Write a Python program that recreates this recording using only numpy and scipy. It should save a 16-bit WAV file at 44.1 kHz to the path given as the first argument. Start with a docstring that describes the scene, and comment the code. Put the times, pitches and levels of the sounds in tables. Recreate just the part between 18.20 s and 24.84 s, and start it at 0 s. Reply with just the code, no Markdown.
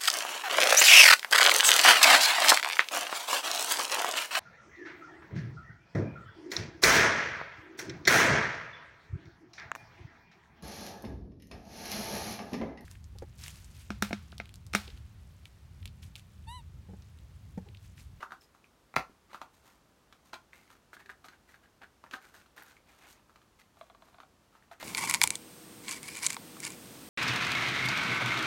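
"""Hands sort small cartons and plastic items on a table, close up, in a quiet bedroom.
Light taps flex damped panels and snap hard edges; one item lands hard and rings the table top.
Fingers stick and slip over card, with hollow ticks, two squeaks and a few flicks of wrapping film.
The table top and the close walls throw every tap back, over low room rumble and microphone hiss."""
import sys
import numpy as np
from scipy import signal
from scipy.fft import rfft, irfft
from scipy.io import wavfile
from scipy.ndimage import uniform_filter1d

SR = 44100
rng = np.random.default_rng(int(sys.argv[2]) if len(sys.argv) > 2 else 0)


def put_to_file(sound):
    """Save the sound as 16-bit audio at rate SR, in the file named by the first command-line argument."""
    columns = np.atleast_2d(sound).T  # one column per channel
    safe = np.clip(columns, -1, 1)
    whole_steps = np.round(safe * 32767)
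    wavfile.write(sys.argv[1], SR, whole_steps.astype(np.int16))


N = 292824

# light taps of items on each other and on the table: t/s, ring level/dB, ring f/Hz, snap level/dB
LIGHT_TAPS = [(.026, -45, 1270, -56.5), (.0296, -34, 1350, -51.5), (.108, -47.5, 1470, -62),
              (.121, -38, 1420, -52.5), (.349, -57.5, 1150, -72), (.4435, -58, 2450, -77),
              (.897, -54, 299, -76), (1.132, -48.5, 870, -53), (1.146, -40, 1270, -53),
              (1.216, -38, 1120, -48), (1.926, -56.5, 1250, -54), (2.1325, -43, 1370, -45),
              (2.1351, -40, 1000, -56), (2.141, -48, 940, -43), (2.3325, -48, 2100, -64),
              (2.5035, -54, 1110, -66), (2.732, -46, 1420, -62), (2.768, -48.5, 1570, -63),
              (2.860, -52.5, 1720, -56), (2.894, -43, 1560, -59), (2.899, -41.5, 1770, -66),
              (3.085, -48.5, 1580, -50), (3.343, -52.5, 1650, -65), (3.6355, -53, 1460, -62),
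              (3.840, -47, 1070, -58), (3.864, -56, 1770, -78), (3.9116, -53, 1510, -47),
              (3.937, -37, 1465, -41.5), (3.941, -36.5, 1620, -58), (4.144, -53.5, 1600, -77),
              (4.261, -62, 1370, -65.5), (4.379, -46, 1780, -64), (4.422, -50, 1440, -70),
              (4.568, -57.5, 2240, -70), (5.096, -59, 1290, -72), (5.159, -56, 1240, -57.5),
              (5.217, -67, 1180, -64), (6.0026, -48.5, 1190, -55), (6.353, -57, 1230, -80),
              (6.425, -60.5, 1790, -79), (6.608, -50.5, 1560, -47.5), (6.6285, -39.5, 720, -42)]
# finger strokes over card: t/s, length/s, body level/dB, hiss level/dB, panel f/Hz
STROKES = [(0, 0.037, -53.5, -70.5, 1210), (0.204, .07, -79, -68, 2500), (1.085, 0.15, -57.5, -71, 1170),
           (1.318, 0.13, -74, -71.5, 900), (1.422, 0.18, -64.5, -69, 1030),
           (2.044, 0.081, -71, -69.5, 1140), (2.314, 0.21, -64.5, -70, 2110),
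           (2.484, .11, -63, -69.5, 1390), (2.73, 0.032, -57, -64, 1480), (2.789, 0.057, -56, -69, 1800),
           (3.039, .045, -53.5, -60.5, 1310), (3.116, 0.057, -59.5, -74, 1570),
           (3.271, 0.11, -62.5, -69.5, 1900), (3.429, 0.038, -61, -74, 1680),
           (3.611, 0.04, -51.5, -74, 1600), (3.915, 0.068, -52, -67, 1540), (3.999, 0.15, -59.5, -66, 1520),
           (4.124, 0.15, -59.5, -65, 1480), (4.357, .085, -53.5, -63.5, 1410),
           (4.44, 0.15, -60.5, -66, 1550), (5.387, 0.041, -59.5, -64.5, 2050),
           (5.556, .15, -67.5, -71, 915), (5.776, 0.29, -69.5, -75, 990), (6.31, 0.11, -67.5, -78, 1280),
           (6.511, 0.043, -52, -65, 1500), (6.595, 0.066, -48, -51.5, 2000)]
FIRM_DB = -42  # a tap listed at this ring level counts as firm


def taps(ring_db=-.5, snap_db=-1, thump_db=-13, table_db=-17, table_hz=1200):
    """Each contact flexes a damped panel, stirs the table, snaps an edge and pushes a little air."""
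    out = np.zeros(N)
    for s, level_db, hz, edge_db in contacts():
        panel = struck(ring(hz, t60=.0074, rise=.00029))
        weight = min((table_hz / hz) ** 2, 1)  # small, high-pitched items hardly move the table
        table = weight * gain_of(table_db) * table_top()
        add(out, s - .0005, gain_of(level_db + ring_db) * (panel + table))
        add(out, s, gain_of(edge_db + snap_db) * edge_snap(scatter_s=.004))
        force_db = (level_db + edge_db) / 2
        thump = struck(ring(rng.uniform(182, 375), t60=.038, rise=.00049))
        add(out, s, gain_of(force_db + thump_db) * thump)
    return out


def contacts(settle_s=.003, settle_pitch=.76, settle_edge_db=-19, catch_edge_db=3.5):
    """Items meet on one edge, then settle with a duller touch; an edge also catches once per stroke."""
    rows = []
    for s, db, hz, edge_db in LIGHT_TAPS:
        rocking_db = -8 + .4 * (db - FIRM_DB)  # the firmer the tap, the more it rocks
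        rows.append((s, db, hz, edge_db))
        rows.append((s + settle_s, db + rocking_db, hz * settle_pitch, edge_db + settle_edge_db))
    for (start, length, body_db, hiss_db, hz), place in zip(STROKES, rng.beta(2, 2, len(STROKES))):
        rows.append((start + place * length, body_db, hz, hiss_db + catch_edge_db))
    return rows


def hard_landing(table_db=-16, thud_db=-27):
    """An item lands in a quick run of blows that spread through the table, ring it and shake its frame."""
    # edge first, then flat: t/s, blow level/dB, snap level/dB
    blows = [(0.7403, -43.5, -78.5), (0.761, -37, -37), (.7640, -20, -31), (0.7714, -44, -43),
             (0.7807, -39, -52.5), (.7940, -36.5, -49)]
    # the item's heavily damped clack: f/Hz, level/dB
    clack_spectrum = [(25, -36), (60, -18), (150, -2.5), (340, -11), (600, -5.5), (950, -2), (1350, 1.5),
                      (1640, -12), (1950, -4), (2550, -8.5), (3000, -31.5), (3950, -19), (5000, -29.5),
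                      (12000, -37)]
    out = np.zeros(N)
    clack = dispersed(struck(click(clack_spectrum)), lag_s=.00183)
    thud = ring(56, t60=.29, rise=.0029, size=16384)
    for s, db, edge_db in blows:
        add(out, s - .0006, gain_of(db) * (clack + gain_of(table_db) * table_top()))
        add(out, s - .0005, gain_of(edge_db) * edge_snap(scatter_s=.0036))
        add(out, s, gain_of(db + thud_db) * thud)
    return out


def edge_snap(scatter_s, scatter=.0943, size=4096):
    """Hard edges meet: one crack and a tight cluster of tiny ones."""
    # the crack's colour: f/Hz, level/dB
    spectrum = [(300, -26.5), (1200, 0.5), (2400, 5.5), (3300, 2), (4300, 3.5), (5100, -6.5), (6200, -4.5),
                (8000, -15.5), (10500, -15), (15000, -21)]
    cracks = scatter * rng.standard_normal(size) * np.exp(-np.arange(size) / SR / scatter_s)
    cracks[0] = .45
    return struck(signal.fftconvolve(cracks, click(spectrum))[:size])


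def table_top(t60=.16):
    """The table top answers each blow, more or less in each mode depending on the spot."""
    # its modes: f/Hz, level/dB
    table_modes = [(572, -5), (667, -2.5), (770, 13), (827, -24), (949, -15.5), (1058, 11), (1140, -8),
                   (1215, -28), (1335, -7), (1405, 15)]
    modes = [(hz, db + 2 * rng.standard_normal(), t60) for hz, db in table_modes]
    return resonance(modes, detune=.0087, rise=.0025)


def dispersed(x, lag_s, hz=1000):
    """Bending waves travel slower at low pitch: the treble arrives first, hz after lag_s."""
    f = np.fft.rfftfreq(len(x), 1 / SR)
    return irfft(rfft(x) * np.exp(-4j * np.pi * lag_s * np.sqrt(f * hz)), len(x))


def card_rubs(body_db=-2, catch_db=-2, draw_db=-1, judder=.14, speed_up_share=.2):
    """Fibres catch and slip: fine grains hiss at the surface, coarser catches ring the card beneath."""
    # the card's body and its surface hiss, each: f/Hz, level/dB
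    body_spectrum = [(100, -58), (300, 5), (550, -2), (750, 0.5), (1100, 0.5), (1500, 1), (2300, -1),
                     (3200, -6.5), (5000, -16), (10000, -74)]
    hiss_spectrum = [(800, -28), (2500, -14.5), (4000, 0), (5000, -3.5), (6300, 1.5), (7800, -2),
                     (9200, -0.5), (10400, -10), (12000, -1.5), (15500, -10)]
    # a long draw of card over card, brightening as it comes free: t/s, body level/dB, hiss level/dB
    long_draw = [(4.64, -83, -93), (4.692, -61, -70), (4.774, -65, -71.5), (4.858, -54.5, -68),
                 (4.874, -58, -62.5), (4.924, -64.5, -61.5), (5.0, -66.5, -96)]
    grip = np.exp(judder * wobble(N, smoothing=400))
    grains = (slips(per_s=1400, grain_db=6) + .6 * rng.standard_normal(N)) * grip
    catches = np.zeros(N)
    for hz in np.geomspace(700, 2900, num=16):  # each spot of the card has its own pitch
        catches += signal.oaconvolve(slips(per_s=40, grain_db=1.5), ring(hz, t60=.025, rise=.0005))[:N]
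    card = unit_rms(coloured(grains, body_spectrum) + gain_of(catch_db) * coloured(catches, body_spectrum))
    hiss = coloured(grains, hiss_spectrum)
    out = np.zeros(N)

    def stroke(start, body_gain, hiss_gain, hz, panel_db):
        """Mixes in friction under two envelopes; the rubbed panel adds its own broad resonance."""
        at = (round(start * SR) + np.arange(len(body_gain))) % N
        panel = signal.fftconvolve(rng.permutation(grains[at]), ring(hz, t60=.013, rise=.0001))
        body = card[at] + gain_of(panel_db) * unit_rms(panel[:len(at)])
        add(out, start, gain_of(body_db) * body_gain * body + hiss_gain * hiss[at])

    for start, length, low_db, high_db, hz in STROKES + scuffs():
        speed = np.interp(np.linspace(0, 1, round(length * SR)), [0, speed_up_share, 1], [0, 1, 0])
        swell = speed ** 1.07
        stroke(start, swell * gain_of(low_db), swell * gain_of(high_db), hz, panel_db=-3)
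    times, *levels = np.transpose(long_draw)
    t = np.arange(times[0], times[-1], 1 / SR)
    body_gain, hiss_gain = (gain_of(np.interp(t, times, db) + draw_db) for db in levels)
    stroke(times[0], body_gain, hiss_gain, hz=2490, panel_db=-12)
    return out


def scuffs(lead_s=.0087, length_s=.05, body_db=-62, hiss_db=-72):
    """Fingers scuff the item in a short stroke around every tap, a little more when it is firm."""
    rows = []
    for s, db, hz, _ in LIGHT_TAPS:
        push_db = .5 * (db - FIRM_DB)
        rows.append((s - lead_s, length_s, body_db + push_db, hiss_db + push_db, hz))
    return rows


def slips(per_s, grain_db):
    """Random stick-slip impulses, mostly small."""
    impulses = (rng.random(N) < per_s / SR) * rng.choice([-1, 1], N)
    return unit_rms(impulses * gain_of(grain_db * np.minimum(rng.exponential(1, N), 3)))


def hollow_ticks(variety_db=2):
    """One hollow body ticks again and again, each time in two close contacts, never quite alike."""
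    # the run of dull ticks: t/s, level/dB
    ticks = [(5.57, -58.5), (5.6113, -43.5), (5.6990, -51.5), (5.7480, -53), (5.8218, -52.5),
             (5.8842, -59.5), (5.9438, -53.5), (5.9838, -54), (6.0328, -54), (6.5126, -48)]
    # the body's modes: f/Hz, level/dB, t60/s
    hollow_modes = [(675, -6, 0.051), (835, -6.5, 0.025), (1150, -4.5, 0.03), (1436, -5, 0.021),
                    (2330, 3.5, 0.0038), (3390, -4, 0.0064), (4050, -7.5, 0.008)]
    out = np.zeros(N)
    for s, tick_db in ticks:
        gap_s = rng.uniform(.001087, .004313)
        for lag_s, contact_db in ((0, -1.5), (gap_s, -5)):
            modes = [(hz, db + variety_db * rng.standard_normal(), t60) for hz, db, t60 in hollow_modes]
            add(out, s + lag_s, gain_of(tick_db + contact_db) * resonance(modes, detune=.039, rise=.00038))
    return out


def film_flicks():
    """Thin wrapping film buckles in single, very bright ticks."""
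    # each buckle: t/s, level/dB
    flicks = [(4.3665, -60), (4.4254, -56), (4.435, -55)]
    # the film's colour: f/Hz, level/dB
    spectrum = [(2000, -12), (8000, -12), (13000, -1), (16000, -6)]
    out = np.zeros(N)
    for s, db in flicks:
        add(out, s, gain_of(db) * struck(click(spectrum)))
    return out


def finger_squeaks(waver=.0082):
    """Gripping skin sticks and slips fast enough to make a brief, wavering tone."""
    # each squeak: t/s, length/s, f/Hz, level/dB
    squeaks = [(0.21, 0.0092, 5250, -64.5), (0.232, 0.047, 5080, -71)]
    out = np.zeros(N)
    for s, length, hz, db in squeaks:
        progress = np.linspace(0, 1, int(length * SR))
        envelope = np.sqrt(progress) * (1 - progress) ** 2
        pitch = hz * (1 + waver * wobble(len(progress), smoothing=40))
        tone = np.sin(2 * np.pi * np.cumsum(pitch) / SR)
        add(out, s, gain_of(db) * unit_rms(envelope * tone))
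    return out


def room(x, wet_db):
    """A few early reflections, then a tail that changes as the hands move about."""
    # bounces off the table top and close walls: delay/s, gain
    echoes = [(.0026, -0.058), (.0076, 0.21), (0.0123, 0.015), (0.0191, 0.051), (0.029, 0.033),
              (0.055, -0.019)]
    out = np.zeros(N)
    for delay, gain in echoes:
        add(out, delay, gain * x)
    place = 2 * np.pi * np.arange(N) / SR  # two tails crossfade in a one-second cycle
    for share in (np.cos(place), np.sin(place)):
        out += gain_of(wet_db) * signal.fftconvolve(x * share, room_tail())[:N]
    return out


def room_tail(size=SR // 2, build_s=.006):
    """A short diffuse decay of energy 1 that builds up gradually; its bass dies first."""
    # the room's decay: f/Hz, t60/s
    decay_times = [(120, 0.073), (500, 0.19), (1100, 0.19), (2500, 0.16), (6000, 0.19), (14000, 0.17)]
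    hz, t, bands = signal.stft(rng.choice([-1., 1.], size), SR, nperseg=256)
    decay = np.exp(-np.log(1000) * t / curve_at(decay_times, hz)[:, None])
    tail = signal.istft(bands * decay, SR, nperseg=256)[1][:size]
    tail *= 1 - np.exp(-np.arange(size) / SR / build_s)
    return tail / np.linalg.norm(tail)


def room_tone(level_db=-66.5):
    """Steady room rumble and microphone hiss."""
    # the noise bed's colour: f/Hz, level/dB
    spectrum = [(15, -27), (25, -38), (41, -4), (64, -3.5), (99, -5.5), (144, -8.5), (200, -7),
                (449, -11.5), (905, -14.5), (1150, -14), (2150, -21.5), (5980, -26), (15800, -35)]
    return gain_of(level_db) * coloured(rng.standard_normal(N), spectrum)


def ring(hz, t60, rise, size=4096):
    """One dying mode that swells smoothly while the contact lasts; t60 and rise in seconds."""
    t = np.arange(size) / SR
    return np.sin(2 * np.pi * hz * t) * np.exp(-np.log(1000) * t / t60) * (1 - np.exp(-t / rise)) ** 2


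def resonance(modes, detune, rise):
    """All modes of an object, at rms 1 where they are loudest; each blow shifts them slightly."""
    x = sum((-1) ** k * gain_of(db) * ring(hz * (1 + detune * rng.standard_normal()), t60, rise)
            for k, (hz, db, t60) in enumerate(modes))
    return x / np.sqrt(uniform_filter1d(x ** 2, size=176, mode="constant").max())


def click(spectrum, size=4096):
    """The shortest causal pulse with this spectrum."""
    log_gain = np.log(gain_of(curve_at(spectrum, abs(np.fft.fftfreq(size, 1 / SR)))))
    return np.fft.ifft(np.exp(np.conj(signal.hilbert(log_gain)))).real


def coloured(x, spectrum):
    """Filters a long signal by a spectrum, at rms 1."""
    gains = gain_of(curve_at(spectrum, np.fft.rfftfreq(len(x), 1 / SR)))
    return unit_rms(irfft(rfft(x) * gains, len(x)))


def wobble(size, smoothing):
    """Random drift at rms 1, averaged over `smoothing` samples."""
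    return unit_rms(uniform_filter1d(rng.standard_normal(size), size=smoothing))


def curve_at(points, hz):
    """Reads a table on a log-frequency axis."""
    f, value = np.transpose(points)
    return np.interp(np.log(hz + 1), np.log(f + 1), value)


def gain_of(db):
    """Decibels to amplitude."""
    return 10 ** (np.asarray(db) / 20)


def unit_rms(x):
    """Scales to rms 1."""
    return x / np.sqrt(np.mean(x ** 2) + 1e-20)


def struck(x):
    """Scales a blow to rms 1 over its first 4 ms."""
    return x / np.sqrt(np.mean(x[:176] ** 2) + 1e-20)


def add(mix, s, sound):
    """Mixes a sound in at time s."""
    part = mix[max(round(s * SR), 0):][:len(sound)]
    part += sound[:len(part)]


def scene(near_send_db=-3):
    """Blows on the table spread through the room; the small sounds sit closer and drier."""
    blows = taps() + hard_landing()
    near = hollow_ticks() + card_rubs() + finger_squeaks() + film_flicks()
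    reverb = room(blows + gain_of(near_send_db) * near, wet_db=-6.5)
    return (blows + near + reverb + room_tone())[None]


def record(dry):
    """A steep low-pass trims the air above 16 kHz."""
    low_pass = signal.firwin(511, 16000, window=("kaiser", 9), fs=SR)
    return signal.oaconvolve(dry, low_pass[None], "same")


dry = scene()
out = record(dry)
put_to_file(out)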